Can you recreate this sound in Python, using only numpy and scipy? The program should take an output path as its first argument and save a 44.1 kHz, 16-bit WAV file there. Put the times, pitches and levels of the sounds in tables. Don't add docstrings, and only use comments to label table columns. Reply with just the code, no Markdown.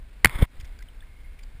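import sys
import numpy as np
from scipy import signal
from scipy.fft import rfft, irfft
from scipy.io import wavfile

SR = 44100
rng = np.random.default_rng(int(sys.argv[2]) if len(sys.argv) > 2 else 0)


def log_audio(samples):
    frames = np.atleast_2d(samples).T
    limited = np.clip(frames, -1, 1)
    pcm = np.round(limited * 32767).astype(np.int16)
    wavfile.write(sys.argv[1], SR, pcm)


N = 70560


def undb(db):
    return 10 ** (np.asarray(db) / 20)


def fader(t, points):
    return undb(np.interp(t, *np.array(points).T))


def swell(t, peak_s, width_s):
    return np.exp(-.5 * ((t - peak_s) / width_s) ** 2)


def coloured(points, grain_db=0):
    hz, db = np.array(points, float).T
    freqs = np.maximum(np.fft.rfftfreq(N, 1 / SR), 1)
    white = rng.standard_normal(N)
    grains = np.repeat(rng.exponential(size=N // 16 + 1), 16)[:N]
    eq = undb(np.interp(np.log(freqs), np.log(hz), db))
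    rolloff = 1 + (freqs / hz[-1] / 1.2) ** 8
    noise = irfft(rfft(white * undb(grain_db * grains)) * eq / rolloff, N)
    return noise / noise.std()


def resonant(hz, width_hz):
    noise = signal.lfilter(*signal.iirpeak(hz, hz / width_hz, fs=SR), rng.standard_normal(N))
    return noise / noise.std()


# freq_hz, gain_db
RUMBLE_COLOUR = [(12, -7), (25, 10.5), (45, 4.5), (70, -4), (100, -15), (150, -20.5), (250, -38),
                 (500, -47)]
# time_s, level_db
RUMBLE_FADER = [(0, -40), (.2, -42.5), (.4, -41.5), (.65, -38.5), (.9, -43), (1.25, -40.5), (1.6, -44)]

def rumble(t):
    return coloured(RUMBLE_COLOUR) * fader(t, RUMBLE_FADER)


# time_s, level_db
HOLLOW_FADER = [(0, -80), (.5, -76.5), (.65, -65.5), (.9, -73.5), (1.05, -74.5), (1.13, -64.5), (1.29, -64),
                (1.36, -75), (1.6, -70)]

def hollow_tone(t):
    return resonant(hz=2150, width_hz=55) * fader(t, HOLLOW_FADER)


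# freq_hz, gain_db
LAPPING_COLOUR = [(120, -29.5), (200, -1), (353, -8), (1040, -12.5), (1320, -13.5), (1510, -9),
                  (1840, -11.5), (2260, -10.5), (3070, -17), (3530, -16), (5500, -25), (7150, -59.5),
                  (12100, -120)]
# time_s, level_db
LAPPING_FADER = [(0, -62.5), (.2, -59), (.44, -56.5), (.468, -67), (.5, -63), (.55, -57), (.69, -57.5),
                 (.76, -59), (1.0, -60), (1.25, -61), (1.46, -60), (1.6, -60)]

def lapping(t):
    return coloured(LAPPING_COLOUR, grain_db=1.5) * fader(t, LAPPING_FADER)


# start_s, level_db, pitch_hz, decay_s, rise_per_s
BUBBLE_NOTES = [(.268, -25, 128, .013, 0.5), (.4245, -15, 510, 0.0019, 1), (0.6, -46, 3130, .002, 3),
                (0.791, -45, 1563, .004, 3.6), (0.806, -47.5, 1502, 0.01, 11.5),
                (.886, -39, 3095, 0.0021, 1), (1.006, -42, 3450, 0.0027, 3.9),
                (1.023, -46.5, 1598, .010, 22)]

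def bubbles(t, attack_s=0.00065):
    out = np.zeros(N)
    for start_s, level_db, pitch_hz, decay_s, rise_per_s in BUBBLE_NOTES:
        age = np.maximum(t - start_s, 0)
        envelope = (1 - np.exp(-age / attack_s)) * np.exp(-age / decay_s)
        phase = 2 * np.pi * pitch_hz * age * (1 + rise_per_s * age / 2)
        out += undb(level_db) * envelope * np.sin(phase)
    return out


# freq_hz, gain_db
SPATTER_COLOUR = [(300, -24.5), (1200, -12.5), (2150, 2), (2800, -6.5), (3400, -1), (4100, -13.5),
                  (4700, -5), (5800, 0)]
# peak_s, level_db, width_s, ring_hz, ring_over_spatter_db
DROP_HITS = [(0.277, -43, .0007, 3640, -4), (0.424, -39.5, 0.0024, 3410, 7), (.602, -49, 0.0018, 3300, 2),
             (0.611, -48, .004, 2100, -6), (0.652, -51, 0.0051, 2060, -2.5),
             (.791, -50.5, 0.0013, 4570, -4.5), (.810, -61, 0.0018, 4300, 0),
             (0.826, -47, .0016, 2040, 0.5), (1.394, -53.5, 0.0034, 2235, 1.5),
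             (1.436, -52, .003, 4780, -0.5)]

def drops(t):
    out, spatter = np.zeros(N), coloured(SPATTER_COLOUR)
    for peak_s, level_db, width_s, ring_hz, ring_over_spatter_db in DROP_HITS:
        ring = undb(ring_over_spatter_db) * resonant(ring_hz, width_hz=180)
        out += undb(level_db) * swell(t, peak_s, width_s) * (spatter + ring)
    return out


# freq_hz, gain_db
SHEET_COLOUR = [(150, -3), (400, -6), (700, -7.5), (1080, 3), (1400, -4), (1800, -3), (2150, 5),
                (2500, -10), (2900, -12), (3450, -5), (4300, -21), (5300, -16.5), (5900, -30)]
# time_s, level_db
SHEET_FADER = [(.265, -42.5), (.285, -46.5), (.31, -41.5), (.335, -40), (.358, -36), (.375, -46),
               (.391, -34), (.407, -43.5), (.424, -32), (.437, -36.5), (.455, -45.5)]
# freq_hz, gain_db
CHURN_EQ = [(60, 10), (250, -3.5), (400, 0), (580, -9.5), (800, -9.5), (1200, -14.5), (3400, -28.5),
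            (5500, -49)]

def wash(t, start_s=.262, end_s=.459, fade_s=0.0055, sheet_trim_db=-0.5):
    peak_s, build_s, fall_s, churn_db = .426, 0.015, 0.0031, -21.5
    gate = np.clip((t - start_s) / fade_s, 0, 1) * np.clip((end_s - t) / fade_s, 0, 1)
    sheet = coloured(SHEET_COLOUR, grain_db=1.5) * fader(t, SHEET_FADER) * undb(sheet_trim_db)
    churn_envelope = np.exp(np.minimum((t - peak_s) / build_s, (peak_s - t) / fall_s))
    churn = coloured(CHURN_EQ) * undb(churn_db) * churn_envelope
    return gate * (sheet + churn)


# centre_s, level_db, edge_s, decay_s
GULPS = [(.2652, -11.5, 0.0041, 0.0022), (.3585, -15.5, 0.0033, .007), (0.4287, 0.5, .0016, 0.0036),
         (0.598, -19.5, 0.006, 0.0078), (0.637, -24.5, 0.0041, 0.0076), (.688, -27, 0.0073, 0.0099),
         (1.552, -31.5, 0.0021, 0.0066)]
# peak_s, level_db, width_s
THUDS = [(.2440, -26, 0.0025), (0.2563, -9, 0.001), (0.3928, -24.5, 0.00099), (0.409, -20, 0.0044)]

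def pressure(t):
    gulps = sum(undb(level_db) * np.tanh((t - centre_s) / edge_s) * np.exp(-abs(t - centre_s) / decay_s)
                for centre_s, level_db, edge_s, decay_s in GULPS)
    thuds = sum(undb(level_db) * swell(t, peak_s, width_s) for peak_s, level_db, width_s in THUDS)
    return gulps + thuds


# pitch_hz, gain_db, t60_s
HOUSING_MODES = [(484, -13.5, 0.024), (860, -16, .02), (1082, -11.5, 0.026), (1730, -10, .02),
                 (2127, -3.5, 0.026), (2869, -2.5, .014), (3430, -11, 0.023), (4495, -6.5, 0.0047)]
# freq_hz, gain_db
CRACK_COLOUR = [(100, -1), (400, 1), (600, 1), (850, 2.5), (1200, -0.5), (2700, -2), (3600, -5), (4500, -5),
                (5800, -12)]
# start_s, level_db, pitch_hz, hold_s, roughness (0-1)
SLAP_HITS = [(0.2463, 0.5, 2000, 0.0029, .3), (.2559, -5.5, 1580, 0.001, .2),
             (0.2568, -4.5, 2026, 0.0015, 0.2), (0.2707, -20.5, 1888, 0.00071, 0.22),
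             (0.2956, -28.5, 2304, .0014, .35)]

def slaps(t, attack_s=0.00046, release_s=0.0001, driven_db=-9.5, ring_db=-21):
    out, crack = np.zeros(N), coloured(CRACK_COLOUR)
    for start_s, level_db, pitch_hz, hold_s, roughness in SLAP_HITS:
        age = np.maximum(t - start_s, 0)
        since_release = np.maximum(age - hold_s, 0)
        contact = np.minimum(age / attack_s, 1) * np.exp(-since_release / release_s)
        ring = sum(undb(gain_db - 60 * since_release / t60_s) * np.sin(2 * np.pi * mode_hz * age)
                   for mode_hz, gain_db, t60_s in HOUSING_MODES)
        buzz = np.sin(2 * np.pi * pitch_hz * age) + roughness * crack + undb(driven_db) * ring
        out += undb(level_db) * (contact * buzz + undb(ring_db) * ring)
    return out


# freq_hz, gain_db
WIDTH_COLOUR = [(30, 1), (100, -21.5), (300, -21), (1000, -27), (4000, -24.5), (5500, -32.5)]

def scene(bed_side_db=-72.5, wash_side_db=-25, balance_db=0.27):
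    t = np.arange(N) / SR
    bed = rumble(t) + hollow_tone(t) + lapping(t)
    mid = bed + bubbles(t) + drops(t) + wash(t) + pressure(t) + slaps(t)
    side = undb(bed_side_db) * coloured(WIDTH_COLOUR) + undb(wash_side_db) * wash(t)
    left_right = np.array([[1], [-1]])
    return mid * undb(left_right * balance_db / 2) + left_right * side


def record(dry):
    input_ceiling, converter_ceiling, hiss_db = 1.4, .95, -74.5
    converter_hz, soften_hz, top_cut_hz = 12000, 5650, 15350
    clipped = np.clip(dry, -input_ceiling, input_ceiling)
    coarse = signal.resample_poly(clipped, converter_hz, SR, axis=1, window=("kaiser", 8))
    coarse = signal.lfilter(*signal.butter(1, soften_hz, fs=converter_hz), coarse)
    hiss = undb(hiss_db) * rng.standard_normal(coarse.shape[1])
    coarse = np.clip(coarse + hiss, -converter_ceiling, converter_ceiling)
    steps = np.repeat(coarse, 4, axis=1)
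    glassy = signal.resample_poly(steps, SR, 4 * converter_hz, axis=1)[:, :N]
    top_cut = signal.ellip(10, .1, 70, top_cut_hz, fs=SR, output="sos")
    return np.clip(signal.sosfiltfilt(top_cut, glassy), -1, 1)


dry = scene()
out = record(dry)
log_audio(out)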